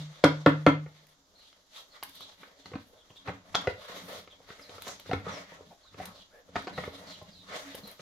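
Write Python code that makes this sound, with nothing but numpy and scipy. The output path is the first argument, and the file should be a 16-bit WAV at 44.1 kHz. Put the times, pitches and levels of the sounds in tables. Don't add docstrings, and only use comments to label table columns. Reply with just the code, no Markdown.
import sys
import numpy as np
from scipy import signal
from scipy.fft import rfft, irfft, next_fast_len
from scipy.io import wavfile
from scipy.ndimage import uniform_filter1d

SR = 44100
rng = np.random.default_rng(int(sys.argv[2]) if len(sys.argv) > 2 else 0)


def store_pcm(level_fs):
    pcm = np.round(np.clip(level_fs, -1, 1) * 32767).astype(np.int16)
    wavfile.write(sys.argv[1], SR, np.atleast_2d(pcm).T)


def undo_db(level):
    steps = np.asarray(level, float) / 20
    return 10 ** steps


N = 353329

# (time [s], peak [dB], brightness [dB/octave], wall ring [Hz], wall ring [dB])
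KNOCKS = [
    (-.085, -14.5, -1.5, 1170, -15),
    (0.2384, -3, 2.5, 1070, -16),
    (.461, -4.5, 1, 980, -15),
    (0.664, -4, 1.5, 1295, -8.5),
]
# (frequency [Hz], level [dB], t60 [s], sign [+1 or -1])
AIR_MODES = [(152, -7, .8, -1), (163.5, -7, .2, -1), (280, 3, .17, 1), (301.5, 3, .17, -1),
             (109, -9, .2, 1), (450, -17, .09, -1), (515, -3, .05, 1), (556, 0.1, .07, 1),
             (595, -4, .06, 1), (660, -10, .06, 1), (720, -10, .07, 1)]
# (frequency [Hz], level [dB], t60 [s])
WALL_MODES = [(987, -9.5, .05), (1132, -8.5, 0.032), (1340, -15.5, 0.03), (1616, -13.5, 0.035),
              (1756, -16, .03), (2053, -11.5, 0.063), (2200, -19.5, 0.045), (3240, -19, .02),
              (3400, -13, 0.008), (4050, -22.5, 0.015)]
# (frequency [Hz], gain [dB])
RIM_CRACK = [(300, -14), (1200, 17.5), (4000, -12.0), (7000, -34.0), (16000, -46.0)]
# (frequency [Hz], gain [dB])
RIM_CLICK = [(400, -10.5), (1500, -5), (3400, 1.3), (6000, -11.5), (16000, -35.5)]

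# (frequency [Hz], t60 [s], level [dB])
VERANDA = [(59.3, 0.4, -11.5), (125, 0.34, -23.5), (252, 0.28, -13.5), (1000, 0.23, -8.5),
           (3000, 0.31, -9.5), (7600, 0.18, -7), (15700, 0.067, -29)]
# (frequency [Hz], density [dB per Hz])
HUSH = [(25, -1), (75, 2), (130, -7), (300, -3), (600, -6), (1100, -8), (1600, -11.5), (2500, -22.5),
        (3500, -11.5), (6000, -9.5), (7300, -12), (8200, -33), (12500, -28), (16000, -44)]

# (start [s], length [s], level [dB], grit above the hollow rub [dB])
TURNS = [(0.0, 0.021, -56, 1), (0.09, 0.53, -56.5, -3), (0.703, 0.44, -65.5, -1.5), (1.409, 0.18, -70, 2.5),
         (1.762, 0.021, -56, 3), (1.948, 0.38, -61, 1.3), (2.412, 0.035, -57.5, -4.5),
         (2.578, 0.23, -64, 2.5), (2.9, 0.077, -67, -3), (3.104, 0.12, -71.5, 6), (3.264, .02, -62, -3),
         (3.395, .1, -62.5, -5), (3.286, 0.0092, -50, -12), (3.554, 0.12, -49.5, -8),
         (3.844, 0.17, -51, -1.5), (4.085, 0.069, -50.5, -0.5), (4.337, 0.092, -62, -9.5),
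         (4.508, 0.082, -55.5, -2), (4.712, 0.026, -52, -2), (4.79, 0.044, -54.5, 1),
         (4.866, 0.052, -52, 4.2), (5.058, 0.12, -54.5, -1), (5.281, 0.026, -49.5, -6.5),
         (5.364, 0.056, -49, -5.5), (5.517, 0.11, -56.5, -3.5), (5.81, 0.23, -68.5, 2.5),
         (5.972, 0.11, -52.5, -5.5), (6.163, 0.07, -61, 3), (6.307, 0.18, -69.5, -21),
         (6.565, 0.034, -52.5, -0.5), (6.68, 0.046, -56, -2), (6.775, 0.087, -51, -1.5),
         (6.94, 0.17, -53, -3), (7.183, 0.093, -58.5, -2), (7.519, 0.23, -48.5, -3.5),
         (7.875, 0.011, -51, -5), (8.023, 0.023, -62.5, 11.5)]
# (start [s], length [s], level [dB])
WIPES = [(1.068, 0.037, -79.5), (1.76, 0.055, -72), (2.047, 0.04, -72), (2.113, 0.051, -70.5),
         (2.412, 0.027, -79), (2.834, 0.043, -82), (3.546, 0.11, -82), (3.853, 0.22, -74),
         (4.054, 0.094, -65.5), (4.524, 0.2, -76), (4.823, 0.067, -67.5), (5.065, .09, -75),
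         (5.44, 0.17, -86), (6.023, 0.052, -73), (6.584, 0.035, -85), (6.773, 0.24, -75),
         (7.564, 0.11, -73), (7.722, 0.081, -70), (7.88, 0.025, -69)]
# (start [s], length [s], level [dB])
ROCKS = [(4.41, 0.2, -67), (2.062, 0.16, -64), (2.43, 0.018, -61), (2.703, 0.052, -52.5),
         (3.288, 0.0087, -47), (3.583, 0.02, -47), (3.696, 0.027, -72), (3.935, 0.29, -57.5),
         (4.726, 0.16, -57), (5.126, 0.041, -40), (5.3, 0.12, -55.5), (5.53, 0.11, -60),
         (5.98, 0.079, -49.5), (6.573, 0.015, -46.5), (6.746, 0.15, -45.5), (6.946, 0.45, -57.5),
         (7.503, 0.34, -56)]
# (frequency [Hz], width [Hz], level [dB])
ROCK_PEAKS = [(93, 21, -5.5), (184, 46, 0), (277.5, 14, -2.5)]
# (frequency [Hz], width [Hz], level [dB])
HOLLOW_PEAKS = [(522, 250, 0), (618, 77, -6), (895, 180, -13.5), (1207, 360, -4), (1960, 760, -4)]
# (frequency [Hz], width [Hz], level [dB])
RASP_PEAKS = [(3200, 1000, -15), (3700, 1300, -1), (4700, 1300, -14), (6220, 1800, -10.5)]
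# (frequency [Hz], width [Hz], level [dB])
HISS_PEAKS = [(9475, 2000, -4.5), (10980, 1800, -0.5), (12900, 2700, -1), (14800, 1400, -12.5)]

# (time [s], peak [dB], level under 7 kHz [dB], length [s])
TICKS = [(0.2438, -43, 29, 0.00062), (0.467, -70, -18, 0.0026), (0.685, -57, 22.5, 0.0082),
         (1.068, -58.5, 1.5, 0.0035), (2.032, -35.5, -1, 0.0055), (2.094, -48, -11, 0.003),
         (2.154, -46, -4, 0.0017), (2.207, -50, -2, 0.0025), (3.5535, -44, 26, 0.00038),
         (3.82, -65, 10, 0.003), (4.821, -39.5, 5.5, 0.0015), (4.879, -47.5, 14.5, 0.0058),
         (4.998, -47, 4, 0.0024), (5.737, -77.5, 19, 0.0017), (6.055, -42, 4.5, 0.0049),
         (6.852, -56, 10, 0.0033), (7.228, -59, -9, 0.004), (7.75, -40, 0, 0.0069),
         (7.875, -44.5, -21, 0.0052), (7.914, -46, -21, 0.0029)]
# (time [s], peak [dB], hardness [dB], strongest ring [Hz])
PRESSES = [(0.861, -43, 0, 490), (2.735, -33.5, 0.5, 473), (3.102, -48.5, -8, 473), (3.282, -29, 1, 820),
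           (3.293, -33, 1, 560), (5.059, -52, 11, 600), (5.093, -31.5, -10, 495), (4.885, -41, -27, 505),
           (5.264, -30.5, -13.5, 477), (5.943, -45, 6, 500), (6.0, -32, -3.5, 734), (6.488, -47.5, -7, 470),
           (6.778, -29.5, 3.5, 1950), (6.784, -31.5, -10, 666), (7.215, -40, -18, 617),
           (7.994, -43.5, 0.5, 575)]
# (time [s], peak [dB], hardness [dB], strongest ring [Hz])
TAPS = [(2.432, -48.5, 10, 530), (2.716, -41, -7, 530), (2.755, -28.5, -5.5, 290), (3.275, -37, 9.5, 1240),
        (3.544, -42.5, 15, 735), (3.667, -46, -9, 600), (3.6725, -20.5, 0.5, 1000),
        (3.677, -21.5, -15, 495), (3.898, -42.5, -18, 530), (3.969, -44, -9, 462), (4.148, -40, 0, 633),
        (4.275, -45, 5, 546), (4.403, -48, -18, 476), (4.489, -46, 2, 975), (4.503, -46.5, 9, 537),
        (4.782, -45, 5, 638), (4.595, -48, 7.5, 570), (4.869, -34.5, 0, 985), (4.889, -46.5, 8, 1500),
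        (5.113, -23, 0, 753), (5.132, -21, -0.5, 487), (5.52, -44, -8, 487), (5.607, -42, -26, 506),
        (6.557, -26.5, 6, 1057), (6.563, -28, 8, 1290), (6.671, -30.5, 3, 1250), (6.677, -33.5, 4.5, 790),
        (6.838, -45.5, 14.5, 2070), (6.877, -26.5, -19, 480), (7.511, -44, -5, 716)]
# (time [s], peak [dB], hardness [dB], strongest ring [Hz])
SNAPS = [(1.529, -61.5, 14, 653), (2.028, -55.5, 26.5, 2200), (2.208, -61, 20.5, 514),
         (2.659, -51, 13, 2010), (3.16, -51.5, -3.5, 590), (3.549, -43.5, 24, 2100),
         (3.5535, -25, 8.5, 2020), (4.695, -45.5, 1, 511), (4.998, -48.5, 4, 545), (6.055, -52, -17, 466),
         (7.747, -36.5, -8, 550)]
# (frequency [Hz], level [dB], t60 [s])
BOOM_MODES = [(88, -11, .14), (115, -5, .14), (150, -3, .09), (182, 0, .11), (272, -3, .08)]
# (frequency [Hz], level [dB], t60 [s])
BODY_MODES = [(510.6, -11, 0.09), (600, -14, 0.075), (793, -3, 0.024), (953, -4.5, 0.035),
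              (1038, -14, 0.06)]
# (frequency [Hz], level [dB], t60 [s])
UPPER_MODES = [(1310, 0, .012), (1530, -1, .01), (1760, -1, .01), (2050, -2, .01), (2400, -4, .007)]
# (frequency [Hz], level [dB], t60 [s])
SNAP_MODES = [(3250, 2, .005), (3673, 8, .004), (4200, 5, .004), (4800, -6, .003), (6000, -20, .003)]
# (frequency [Hz], gain [dB])
CAP_CRACK = [(400, -48), (1500, 30.0), (2700, -9), (3800, -8), (6500, -29), (16000, -55.5)]

# (time [s], length [s], start pitch [Hz], end pitch [Hz], level [dB])
CHIRPS = [(1.35, 0.092, 4150, 4190, -63.5), (1.39, 0.082, 3370, 2730, -71.5), (1.9, 0.046, 4530, 4120, -63),
          (1.93, 0.042, 3700, 3200, -64), (2.57, 0.057, 4270, 4290, -72.5), (2.6, 0.062, 3580, 3000, -71),
          (2.96, 0.069, 3700, 3280, -68.5), (3.095, 0.016, 3340, 2780, -62.5),
          (3.16, 0.024, 3640, 3530, -55.5), (6.73, 0.063, 4130, 3780, -56), (4.3, 0.035, 3530, 3200, -59),
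          (4.61, 0.028, 5320, 4870, -59), (4.63, 0.04, 4220, 4020, -59), (5.31, 0.072, 5970, 5120, -54.5),
          (5.83, 0.078, 4300, 3540, -64), (6.14, 0.061, 3950, 4040, -65), (6.19, 0.045, 3580, 2940, -61),
          (7.07, 0.081, 4500, 3984, -55), (7.1, 0.065, 3680, 2950, -57), (7.3, 0.051, 5020, 4700, -65.5),
          (7.33, 0.11, 4260, 3570, -60), (7.83, 0.073, 4240, 3980, -55)]
# (time [s], length [s], start pitch [Hz], end pitch [Hz], level [dB])
SQUEAKS = [(6.31, 0.09, 1400, 1880, -65.5), (3.8, 0.068, 1080, 1700, -61), (5.705, 0.034, 840, 570, -57.5),
           (9.9, 0.032, 600, 590, -48.5), (5.84, 0.043, 944, 1600, -68)]

# (frequency [Hz], side - mid [dB])
WIDTH = [(30, -1.5), (70, -17.5), (350, -14.5), (700, -7), (1400, 0), (3000, -2), (10000, -0.5)]
# (frequency [Hz], left - right [dB])
LEAN = [(100, 0), (2000, 0.5), (5000, -1), (9000, 0), (13000, 7.5)]

GRIP_S, GRIP_DB = .2, -14
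HUSH_DB = -71.5
RISE_DB_PER_S, FALL_DB_PER_S, ROCK_FALL_DB_PER_S = 201, 174.5, 119
REST_ROCK_DB, REST_RUB_DB, REST_GRIT_DB, REST_SKIN_DB = -78.5, -73, -77, -87.5
TICK_RING_S = 0.012
PRESS_DB, TAP_DB, SNAP_DB = (-5, -16), (-30, -10), (-35, 3.5)
PRESS_S, TAP_S, SNAP_S, CRACK_DB = .006, .0045, .0016, -13
SNAP_PER_HARDNESS = 0.85
BLOW = .35
TOP_HZ = 15750


def on_log(table, hz, axis=1):
    table = np.array(table)
    return np.interp(np.log(np.maximum(hz, 1)), np.log(table[:, 0]), table[:, axis])


def colour(x, table):
    size = next_fast_len(x.shape[-1])
    hz = np.arange(size // 2 + 1) * SR / size
    return irfft(rfft(x, size) * undo_db(on_log(table, hz)), size)[..., :x.shape[-1]]


def resonate(x, peaks):
    size = next_fast_len(len(x))
    f = np.arange(1, size // 2 + 2) * SR / size
    power = 0
    for hz, width, db in peaks:
        detuning = (f * f - hz * hz) / (f * width)
        power = power + undo_db(2 * db) / (1 + detuning ** 2) ** 2
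    y = irfft(rfft(x, size) * np.sqrt(power), size)[:len(x)]
    return y / y.std()


def ring(hz, gain, t60, length):
    t = np.arange(int(length * SR))[:, None] / SR
    return (gain * np.sin(2 * np.pi * hz * t) * 1000. ** (-t / t60)).sum(axis=1)


def add(track, s, sound, db):
    i = int(round(s * SR))
    sound = sound * undo_db(db) / np.abs(sound).max()
    part = sound[max(-i, 0):N - i]
    track[max(i, 0):max(i, 0) + len(part)] += part


def burst(noise, length):
    t = np.arange(len(noise)) / SR
    length = np.clip(length, .0003, .03)
    return noise * (1 - np.exp(-t / (0.11 * length))) * np.exp(-t / length)


def soften(x, hz):
    return signal.sosfilt(signal.butter(3, hz, fs=SR, output="sos"), x)


def waver(count, rate):
    k = int(SR / rate)
    steps = np.repeat(rng.standard_normal((count, N // k + 1)), k, axis=1)
    return 1.21 * uniform_filter1d(steps, size=k)[:, :N]


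def whistles(notes, size):
    out = np.zeros(N)
    for s, length, start_hz, end_hz, db in notes:
        u = np.linspace(0, 1, int(length * SR))
        husk = uniform_filter1d(rng.standard_normal((2, 8000)), size=size)[:, :len(u)] * np.sqrt(size)
        phase = 2 * np.pi * np.cumsum(start_hz + (end_hz - start_hz) * u) / SR
        tone = (.3 + husk[0]) * np.sin(phase) + husk[1] * np.cos(phase)
        add(out, s, np.sin(np.pi * u) ** 0.28 * tone, db + 9.5)
    return out


def effort(starts, lengths, peaks_db, rest_db, fall=FALL_DB_PER_S):
    t = np.arange(0, N / SR + .01, .002)[:, None]
    before = np.maximum(RISE_DB_PER_S * (starts - t), 0)
    after = np.maximum(fall * (t - starts - lengths), 0)
    power = (undo_db(peaks_db - before - after) ** 2).sum(axis=1) + undo_db(rest_db) ** 2
    return np.interp(np.arange(N) / SR, t[:, 0], 10 * np.log10(power))


def knocks():
    out = np.zeros(N)
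    for s, peak_db, bright_db, wall_hz, wall_db in KNOCKS:
        wall = WALL_MODES + [(wall_hz, wall_db, .05)]
        hz, db, t60, sign = np.transpose(AIR_MODES + [(*mode, 1) for mode in wall])
        scatter = rng.standard_normal(len(hz))
        noise = rng.standard_normal(1500)
        gain = sign * undo_db(db + scatter + bright_db * np.log2(hz / 500))
        body = ring(hz * (1 + .025 * (hz > 800) * scatter), gain, t60, .7)
        choke = np.clip((np.arange(len(body)) / SR - GRIP_S) / .03, 0, 1)
        body = np.pad(body * undo_db(GRIP_DB * choke), (70, 0))
        body = soften(body, 5900)
        crack = colour(burst(noise, 0.012), RIM_CRACK)
        body[:len(crack)] += undo_db(-1.5) * crack
        body[40:540] += undo_db(-3.0) * colour(burst(noise[-500:], 0.00085), RIM_CLICK)
        add(out, s, body, peak_db)
    return out


def port_paths(hits):
    scatter = np.diff(burst(rng.standard_normal(400), 0.0014))
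    return signal.fftconvolve(hits, scatter)[:N] * undo_db(-15.5)


def veranda_echo():
    t = np.arange(int(.6 * SR)) / SR
    out = 0
    for hz in 60 * 2. ** np.arange(9):
        octave = [(hz / 2, -40), (hz / 1.3, -3), (hz, 0), (hz * 2.5, -3), (hz * 2, -40)]
        band = colour(rng.standard_normal((2, len(t))), octave)
        out = out + band * undo_db(on_log(VERANDA, hz, axis=2)) * 1000. ** (-t / on_log(VERANDA, hz))
    return out * (1 - np.exp(-t / 0.0011)) * undo_db(-25.0)


def outdoor_hush():
    hush = colour(rng.standard_normal((2, N)), HUSH)
    return hush * undo_db(HUSH_DB + 1.1 * waver(count=1, rate=6.0)) / hush.std()


def handling_rumble():
    level = np.interp(np.arange(N) / SR, [0, 2, 3, 8], [-79.5, -94.5, -79.5, -78.5])
    return resonate(rng.standard_normal(N), [(34.8, 30, 0)]) * undo_db(level)


def rubbing():
    start, length, rub_db, grit_db = np.transpose(TURNS)
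    movements = (
        (ROCK_PEAKS, effort(*np.transpose(ROCKS), REST_ROCK_DB, ROCK_FALL_DB_PER_S), 0.0045),
        (HOLLOW_PEAKS, effort(start, length, rub_db, REST_RUB_DB), .15),
        (RASP_PEAKS, effort(start, length, rub_db + grit_db, REST_GRIT_DB), 0.0),
        (HISS_PEAKS, effort(*np.transpose(WIPES), REST_SKIN_DB), 0.0))
    slips = rng.standard_normal((2, N)) * undo_db(2.4 * np.minimum(rng.exponential(size=N), 4.5))
    drag = waver(count=1, rate=59)[0]
    out = 0
    for peaks, level, dulling in movements:
        patchy = waver(count=len(peaks), rate=16)
        gain = undo_db(level + 2.57 * drag) / np.sqrt(len(peaks))
        for (hz, width, peak_db), patch in zip(peaks, patchy):
            band = np.array([resonate(row, [(hz, width, 0)]) for row in slips])
            tilt = dulling * np.log2(hz / peaks[0][0]) * (level - level.max() + 6.5)
            out = out + band * gain * undo_db(peak_db - 3.5 + tilt + 4.3 * patch)
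    return out


def ticks():
    out = np.zeros(N)
    for s, peak_db, low_db, length in TICKS:
        force = burst(rng.standard_normal(2048), length)
        fade = np.exp(-np.arange(len(force)) / SR / TICK_RING_S)
        add(out, s, resonate(force, HISS_PEAKS) * fade, peak_db)
        add(out, s, resonate(force, RASP_PEAKS + [(1550, 2100, -1.0)]) * fade, peak_db + low_db)
    return out


def cap_contacts():
    out = np.zeros(N)
    kinds = ((PRESSES, PRESS_DB, PRESS_S), (TAPS, TAP_DB, TAP_S), (SNAPS, SNAP_DB, SNAP_S))
    for contacts, (boom_db, snap_db), length in kinds:
        for s, peak_db, hard_db, ring_hz in contacts:
            force = burst(rng.standard_normal(3000), length)
            force[int(length * SR / 2)] += BLOW * np.sqrt(length * SR)
            add(out, s - .001, colour(force, CAP_CRACK), peak_db + hard_db + CRACK_DB)
            body, upper = BODY_MODES, UPPER_MODES
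            if ring_hz < 1175:
                body = body + [(ring_hz, 4, .025)]
            else:
                upper = upper + [(ring_hz, 0.1, .025)]
            # (modes, relative level [dB], softness limit [Hz])
            families = ((body, 0, 1300), (BOOM_MODES, boom_db, 450), (upper, hard_db, 2700),
                        (SNAP_MODES, snap_db + SNAP_PER_HARDNESS * hard_db, 6000))
            for modes, rel_db, soft_hz in families:
                hz, db, t60 = np.transpose(modes)
                detune, reweight = rng.standard_normal((2, len(hz)))
                modal = ring(hz * (1 + 0.034 * detune), undo_db(db + 2 * reweight), t60, min(.2, 2 * t60.max()))
                add(out, s - .001, signal.fftconvolve(soften(force, soft_hz), modal), peak_db + rel_db)
    return out


def birds():
    return whistles(CHIRPS, size=85)


def squeaks():
    return whistles(SQUEAKS, size=150)


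def scene():
    hits = knocks() + ticks() + cap_contacts() + squeaks()
    rub, far = rubbing(), birds()
    hush, rumble = outdoor_hush(), handling_rumble()
    near = signal.sosfilt(signal.butter(4, 72, "high", fs=SR, output="sos"), hits + rub[0])
    sent = near + far * undo_db(0.5)
    echo_mid, echo_side = signal.fftconvolve(sent[None], veranda_echo(), axes=1)[:, :N]
    mid = echo_mid + near + undo_db(-0.5) * far + hush[0] + rumble
    side = echo_side * undo_db(2.5) + hush[1] + rub[1] + port_paths(hits) + undo_db(4.5) * rumble
    side = colour(side, WIDTH)
    return np.array([mid + side, mid - side])


def top_cut(x):
    return signal.sosfilt(signal.butter(12, 15900, fs=SR, output="sos"), x)


def record(dry):
    left = colour(dry[0], [(hz, db / 2) for hz, db in LEAN])
    right = colour(dry[1], [(hz, -db / 2) for hz, db in LEAN])
    rounded = np.tanh(0.68 * np.array([left, right])) / 0.55
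    top = signal.ellip(8, .2, 60, TOP_HZ, fs=SR, output="sos")
    return top_cut(signal.sosfilt(top, rounded))


dry = scene()
out = record(dry)
store_pcm(out)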